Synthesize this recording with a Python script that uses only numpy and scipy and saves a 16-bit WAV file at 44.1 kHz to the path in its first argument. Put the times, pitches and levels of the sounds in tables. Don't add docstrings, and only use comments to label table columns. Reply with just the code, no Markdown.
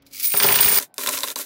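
import sys
import numpy as np
from scipy import signal
from scipy.fft import rfft, irfft
from scipy.io import wavfile

SR = 44100
rng = np.random.default_rng(int(sys.argv[2]) if len(sys.argv) > 2 else 0)


def gain_from_db(level_db):
    decades = np.asarray(level_db, float) / 20
    return 10 ** decades


def generate_wav(sig):
    pcm = np.round(np.clip(np.atleast_2d(sig).T, -1, 1) * 32767).astype(np.int16)
    wavfile.write(sys.argv[1], SR, pcm)


N = 63945

# f/Hz, density/dB
EARLY_ROOM_TONE = [(15, -59.5), (25, 0), (221, -3), (271, -4), (936, -16), (2240, -19), (6000, -32.5),
                   (7800, -64.5), (13200, -120)]
LATE_ROOM_TONE = [(35, -57.5), (60, -20.5), (563, -25.5), (716, -20), (862, -23), (1020, -35), (5000, -53),
                  (6500, -77.5), (11000, -120)]
# f/Hz, level/dB
EARLY_HUM = [(276.6, -61.5), (553, -70)]
LATE_HUM = [(673, -75), (1530, -73.5), (1074, -78)]
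# t/s, peak/dB, t60/s, colour f/Hz
TICKS = [(.0218, -45, 0.022, 3570), (.058, -52, .04, 3500), (.0643, -38, 0.059, 4030),
         (.0645, -44, 0.09, 9500), (.111, -40, 0.067, 3920), (.132, -27.5, 0.064, 8900),
         (.1565, -27, 0.026, 6600), (.181, -31, 0.032, 8000), (.1981, -17, .054, 10400),
         (.2288, -14, 0.027, 10400), (.2428, -21, 0.075, 4670), (.252, -10.5, 0.067, 9300),
         (.2688, -14, 0.033, 12000), (.302, -23, .05, 2400), (.3182, -16, 0.025, 2380)]
# t/s, level/dB
SLIDE_LEVEL = [
    (.05, -80),
    (.1, -67),
    (.14, -44.5),
    (.195, -40.5),
    (.235, -33.5),
    (.3, -35),
    (.38, -32),
    (.58, -30),
    (.62, -27),
    (.79, -24.5),
]
# f/Hz, density/dB
SLIDE_TONE = [(710, -59.5), (1200, -5.5), (1700, -12), (1850, -11), (2350, -8.5), (2730, -10.5), (4960, -3),
              (8530, -10.5), (16000, -1.5)]
# f/Hz, width/Hz, level/dB
PALM_MODES = [(2300, 220, 4.6)]
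# t/s, level/dB
THUMPS = [(.19, -16), (.45, -8), (.52, -6), (0.656, 20), (.75, -12.5), (0.985, -12), (1.083, -1),
          (1.149, 0.5), (1.234, -7), (1.361, -16)]
# t/s, level/dB
RING_LEVEL = [
    (.22, -18.5),
    (.252, -12.5),
    (.34, -17.5),
    (.4, -14.5),
    (.6, -17),
    (.785, -10),
]
# t/s, peak/dB
CHIMES = [(0.2533, -12.5), (0.2722, -15.5), (0.3176, -12), (0.3709, -7.5), (0.3824, -12), (0.4249, -7),
          (0.463, -4), (0.478, -8), (0.5075, -9), (0.5227, -6), (0.5519, -6), (0.605, -1.5), (0.6199, -8),
          (0.6448, -3.5), (0.656, -5.5), (0.683, -4), (0.7171, -6.5), (0.7557, -23.5)]
# centre f/Hz, spread over coins/Hz, level/dB, t60/s
COIN_MODES = [(15110, 183, 2, 0.096), (8860, 77.4, -10.5, 0.18), (9240, 65, -9, 0.059),
              (9870, 700, -4.5, 0.032)]
# t/s, level/dB
FILL_LEVEL = [
    (.338, -42.5),
    (.395, -35),
    (.41, -27.5),
    (.56, -27.5),
    (.785, -30),
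]
# t/s, peak/dB, t60/s, colour f/Hz, thud/dB
LANDINGS = [(.3395, -9.5, 0.015, 2560, 10), (.3665, -11.5, 0.05, 2600, 2), (.4003, 1.5, 0.014, 2740, -10),
            (.406, -4.5, 0.033, 2230, 3.5), (.424, -7.5, 0.042, 3020, 2.5), (.4335, -1, .035, 4500, -9),
            (.442, -1.5, 0.074, 4440, 9), (.447, -13, .03, 4760, 9), (.468, -11, 0.06, 3000, 11),
            (.4845, -11, 0.034, 3050, -14), (.4872, -1, 0.054, 2930, 1.5), (.5052, -7, 0.013, 1970, 7),
            (.519, -6, 0.016, 3500, -0.5), (.5235, -3, 0.098, 2270, 3.5), (.542, -4.5, 0.063, 3400, -18.5),
            (.5535, -9.5, 0.024, 3040, 6.5), (.5575, -1, 0.06, 3460, -2.5), (.5865, -7, 0.015, 4000, -10),
            (.5892, -3, 0.067, 3020, 2), (.604, -8.5, 0.073, 4070, -5.5), (.628, -3, 0.046, 4000, -6),
            (.634, -9.5, 0.029, 5070, -12), (.6455, -7, 0.083, 2900, -2), (.66, -8.5, 0.067, 3950, 3.5),
            (.678, -4.5, 0.078, 2520, -10), (.6835, -7, 0.024, 2200, -15), (.712, -11, 0.047, 3000, -11),
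            (.7235, -8.5, .03, 5500, 1.5), (.735, -16, 0.037, 4970, 1.5), (.7635, -6.5, 0.021, 3020, 3),
            (.776, -5.5, 0.026, 5170, -1), (.786, -9, 0.027, 5200, -6.5)]
# f/Hz, density/dB
LAND_TONE = [(35, -73.5), (60, -14.5), (225, -5.5), (294, -16.5), (415, -9), (637, -5), (750, 0),
             (2930, -4), (7800, -9), (10100, -96), (17200, -120)]
# f/Hz, width/Hz, level/dB
EMPTY_CAN_MODES = [(113.6, 6.4, 4.5), (149.7, 2.4, 5), (246, 38, -4), (402.8, 39, 8.5), (564, 13, 1.5),
                   (1001, 77, -8.5), (1640, 490, -11.5), (2922, 20, -7), (3427, 24, -5.5),
                   (4780, 160, -10.5)]
FULL_CAN_MODES = [(271, 24, -1), (396.4, 11, -4.5), (594, 32, -3.5), (1013, 112, 7.5), (1370, 23, -4.5),
                  (3600, 33, -4.5), (3955, 61, -5), (7400, 110, -30)]
# t/s, level/dB
TUMBLE_LEVEL = [(.79, -26), (.842, -32), (.858, -44.5), (.89, -76.5), (.938, -99), (.95, -65.5),
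                (.965, -50.5), (.978, -48), (.985, -26.5), (1.03, -24.5), (1.048, -28), (1.135, -23),
                (1.19, -28.5), (1.228, -32), (1.32, -26.5), (1.352, -61.5), (1.362, -32), (1.415, -25.5),
                (1.45, -43)]
# t/s, peak/dB, t60/s, colour f/Hz, thud/dB
BLOWS = [(.7992, -16, 0.022, 5000, 4.5), (.8254, -18, 0.056, 6020, -3.5),
         (.9414, -32.5, 0.032, 9100, -40.5), (.9812, -9.5, 0.016, 4200, 3.5), (1.005, -22, 0.066, 4000, 9),
         (1.0358, -10.5, .025, 2250, 2), (1.062, -9, 0.054, 2600, 0), (1.0717, -11.5, 0.017, 7050, -13),
         (1.0735, -7, 0.075, 3650, 4.5), (1.088, -8, 0.045, 2480, 5), (1.0905, -6, 0.033, 6500, 0),
         (1.1, -17, .03, 5000, 3), (1.1225, -21, .03, 7400, -22), (1.129, -17, 0.023, 6000, -17),
         (1.1378, -9, 0.05, 2800, 4), (1.172, -13, 0.062, 2720, -8), (1.177, -11.5, 0.05, 4870, 1),
         (1.188, -13, 0.018, 4470, 1.5), (1.2062, -16, 0.04, 7400, 2), (1.2336, -6.5, 0.023, 3930, 5),
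         (1.24, -11, 0.061, 3420, -2.5), (1.2758, -15.5, 0.015, 2560, -4), (1.284, -13.5, 0.019, 3570, -1),
         (1.3025, -15.5, 0.068, 3800, 3), (1.3585, -10, 0.07, 4540, 3.5), (1.3885, -15, .02, 8400, 6.5),
         (1.3983, -40, 0.047, 4500, 0), (1.437, -39, .03, 4000, -14)]
# f/Hz, density/dB
PILE_TONE = [(59, -58.5), (100, -23), (266, -8.5), (570, -1.5), (736, -13.5), (1060, -8.5), (1610, -3),
             (2900, -8.5), (3700, -9.5), (13500, -4), (16000, -7.5)]

CHANGE_S, CHANGE_FADE_S = .792, .0011
EARLY_ROOM_DB, LATE_ROOM_DB, HUM_DB = -59, -61, 2.
SLIDE_DB, FILL_DB, CLATTER_LOW_DB = 5, 1, -6.5
TICK_DB, LANDING_DB, BLOW_DB = -17.5, -20., -19
CONTACT_T60_S, CLUMP_HZ, CLUMP_DB = .012, 39, 1.5
SNAP_DB, CRACK_T60_S, LONGEST_T60_S = 2., .0075, .055
TINT_DB, TINT_Q = 7.5, 1.73
THUD_DB, THUD_RISE_S, THUD_T60_S, THUD_SPLIT_HZ = 9.5, .0048, .052, 1400
STRIKES_PER_S, STRIKE_CLUMP_DB = 150., 2.
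CHIME_DB, CHIME_SHARE, CHIME_SPREAD_S = -12., .47, .005
CAN_DB = 10.5


def rms_one(x):
    return x / np.sqrt(np.mean(x ** 2) + 1e-20)


def cut(x, hz, kind, order=2):
    sos = signal.butter(order, hz, kind, fs=SR, output="sos")
    return signal.sosfilt(sos, x + 1e-18)


def gain_curve(rows):
    s, db = np.transpose(rows)
    return gain_from_db(np.interp(np.arange(N) / SR, [s[0] - .01, *s], [-110, *db]))


def drift(hz):
    r = np.exp(-2 * np.pi * hz / SR)
    wander = signal.lfilter([1], [1, -2 * r, r * r], rng.standard_normal(N + 4000))
    return rms_one(wander[4000:])


def colour(x, tone, modes=(), modes_db=0.):
    hz = np.maximum(np.arange(4097) * SR / 8192, 10)
    points = np.array([(10, -60), *tone, (SR / 2, tone[-1][1] - 30)])
    gain = gain_from_db(np.interp(np.log(hz), np.log(points[:, 0]), points[:, 1]))
    boost = 1
    for f, width_hz, db in modes:
        boost = boost + gain_from_db(db + modes_db) / np.sqrt(1 + np.abs(2 * (hz - f) / width_hz) ** 3)
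    cepstrum = irfft(np.log(gain * boost))
    cepstrum[1:4096] *= 2
    cepstrum[4097:] = 0
    kernel = irfft(np.exp(rfft(cepstrum)))
    return signal.fftconvolve(x, kernel / np.sqrt(np.sum(kernel ** 2)))[:N]


def contacts(per_s, uneven_db):
    born = rng.random(N) < per_s / SR
    power = born * gain_from_db(uneven_db * np.minimum(rng.exponential(1, N), 4)) ** 2
    decay = gain_from_db(-120 / (CONTACT_T60_S * SR))
    env = np.sqrt(signal.lfilter([1], [1, -decay], power) + 1e-6)
    clumps = gain_from_db(CLUMP_DB * drift(CLUMP_HZ))
    return rms_one(env * clumps * rng.standard_normal(N))


def hits(rows, crack_db, hold_s):
    sharp, thud = np.zeros((2, N + SR))
    t = np.arange(SR // 4) / SR
    swell = (1 - np.exp(-t / THUD_RISE_S)) * gain_from_db(-60 * t / THUD_T60_S)
    for s, db, t60_s, hz, *thud_db in rows:
        i = int(s * SR)
        noise = rng.standard_normal(len(t))
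        noise[:64] = rms_one(noise[:64])
        rattle = gain_from_db(-60 * np.maximum(t - hold_s, 0) / np.clip(t60_s, .005, LONGEST_T60_S))
        crack = gain_from_db(crack_db - 60 * t / CRACK_T60_S)
        hit = noise * (rattle + crack)
        hit[0] += gain_from_db(SNAP_DB + crack_db)
        tint = signal.lfilter(*signal.iirpeak(hz, TINT_Q, fs=SR), hit)
        sharp[i:i + len(t)] += gain_from_db(db) * (hit + gain_from_db(TINT_DB) * tint)
        thud[i:i + len(t)] += gain_from_db(db + sum(thud_db) + THUD_DB) * noise * swell
    return sharp[:N], thud[:N]


def join_bands(sharp, thud):
    return cut(sharp, THUD_SPLIT_HZ, "high") + cut(thud, THUD_SPLIT_HZ, "low")


def before_change():
    return np.clip((CHANGE_S - np.arange(N) / SR) / CHANGE_FADE_S, 0, 1)


def room(tone, level_db, hum):
    t = np.arange(N) / SR
    lines = np.zeros(N)
    for hz, db in hum:
        lines += gain_from_db(db + HUM_DB + 1.5 * drift(8.)) * np.sin(2 * np.pi * hz * t)
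    return gain_from_db(level_db) * colour(rng.standard_normal(N), tone) + lines


def palm():
    slide = gain_from_db(SLIDE_DB) * gain_curve(SLIDE_LEVEL) * contacts(per_s=2200., uneven_db=2.5)
    ticks, _ = hits(TICKS, crack_db=-6., hold_s=.0056)
    coins = slide * before_change() + gain_from_db(TICK_DB) * ticks
    return colour(cut(coins, 1950, "high", order=3), SLIDE_TONE, PALM_MODES)


def thumps():
    s, db = np.transpose(THUMPS)
    push = np.zeros(N)
    push[(s * SR).astype(int)] = gain_from_db(db)
    return cut(cut(push, 111, "low"), 41., "high")


def coin_ring(count=20):
    out = np.zeros(N)
    drive = gain_curve(RING_LEVEL) * gain_from_db(STRIKE_CLUMP_DB * drift(30.)) / 10
    s, knock_db = np.transpose(CHIMES)
    for detune in np.clip(rng.standard_normal((count, len(COIN_MODES))), -2, 2):
        struck = (rng.random(N) < STRIKES_PER_S / SR) * rng.standard_normal(N) * drive
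        share, size, late = rng.random((3, len(s)))
        at = ((s + CHIME_SPREAD_S * late) * SR).astype(int)
        struck[at] += gain_from_db(knock_db + CHIME_DB) * (share < CHIME_SHARE) * (size + .2)
        for (hz, spread_hz, db, t60_s), d in zip(COIN_MODES, detune):
            r = gain_from_db(-60 / (t60_s * SR))
            w = 2 * np.pi * (hz + spread_hz * d) / SR
            resonator = [0, gain_from_db(db) * np.sin(w)], [1, -2 * r * np.cos(w), r * r]
            out += signal.lfilter(*resonator, struck + 1e-18)
    return cut(out, 5100., "high", order=4)


def landings():
    fill = gain_from_db(FILL_DB) * gain_curve(FILL_LEVEL) * contacts(per_s=700., uneven_db=-.5)
    struck = gain_from_db(LANDING_DB) * join_bands(*hits(LANDINGS, crack_db=1.5, hold_s=.002))
    return colour(fill + struck, LAND_TONE, EMPTY_CAN_MODES, CAN_DB)


def second_handful():
    clatter = gain_curve(TUMBLE_LEVEL) * contacts(per_s=4300., uneven_db=2.)
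    sharp, thud = hits(BLOWS, crack_db=8., hold_s=.0015)
    low = gain_from_db(CLATTER_LOW_DB) * cut(clatter, 180., "high")
    pile = join_bands(clatter + gain_from_db(BLOW_DB) * sharp, low + gain_from_db(BLOW_DB) * thud)
    return colour(pile, PILE_TONE, FULL_CAN_MODES, CAN_DB)


def scene():
    early = room(EARLY_ROOM_TONE, EARLY_ROOM_DB, EARLY_HUM) + coin_ring() + landings()
    late = cut(room(LATE_ROOM_TONE, LATE_ROOM_DB, LATE_HUM), 110., "high", order=4)
    background = before_change() * (early - late) + late
    return (background + palm() + thumps() + second_handful())[None]


def band_limit(x):
    return signal.sosfilt(signal.butter(12, 16820, fs=SR, output="sos"), x)


def record(dry):
    limit = .62
    rounded = limit * np.tanh(cut(dry, 42, "high") / limit)
    top_cut = signal.ellip(8, .5, 60, 15750, fs=SR, output="sos")
    mix = signal.sosfilt(top_cut, rounded)
    return band_limit(mix)


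dry = scene()
out = record(dry)
generate_wav(out)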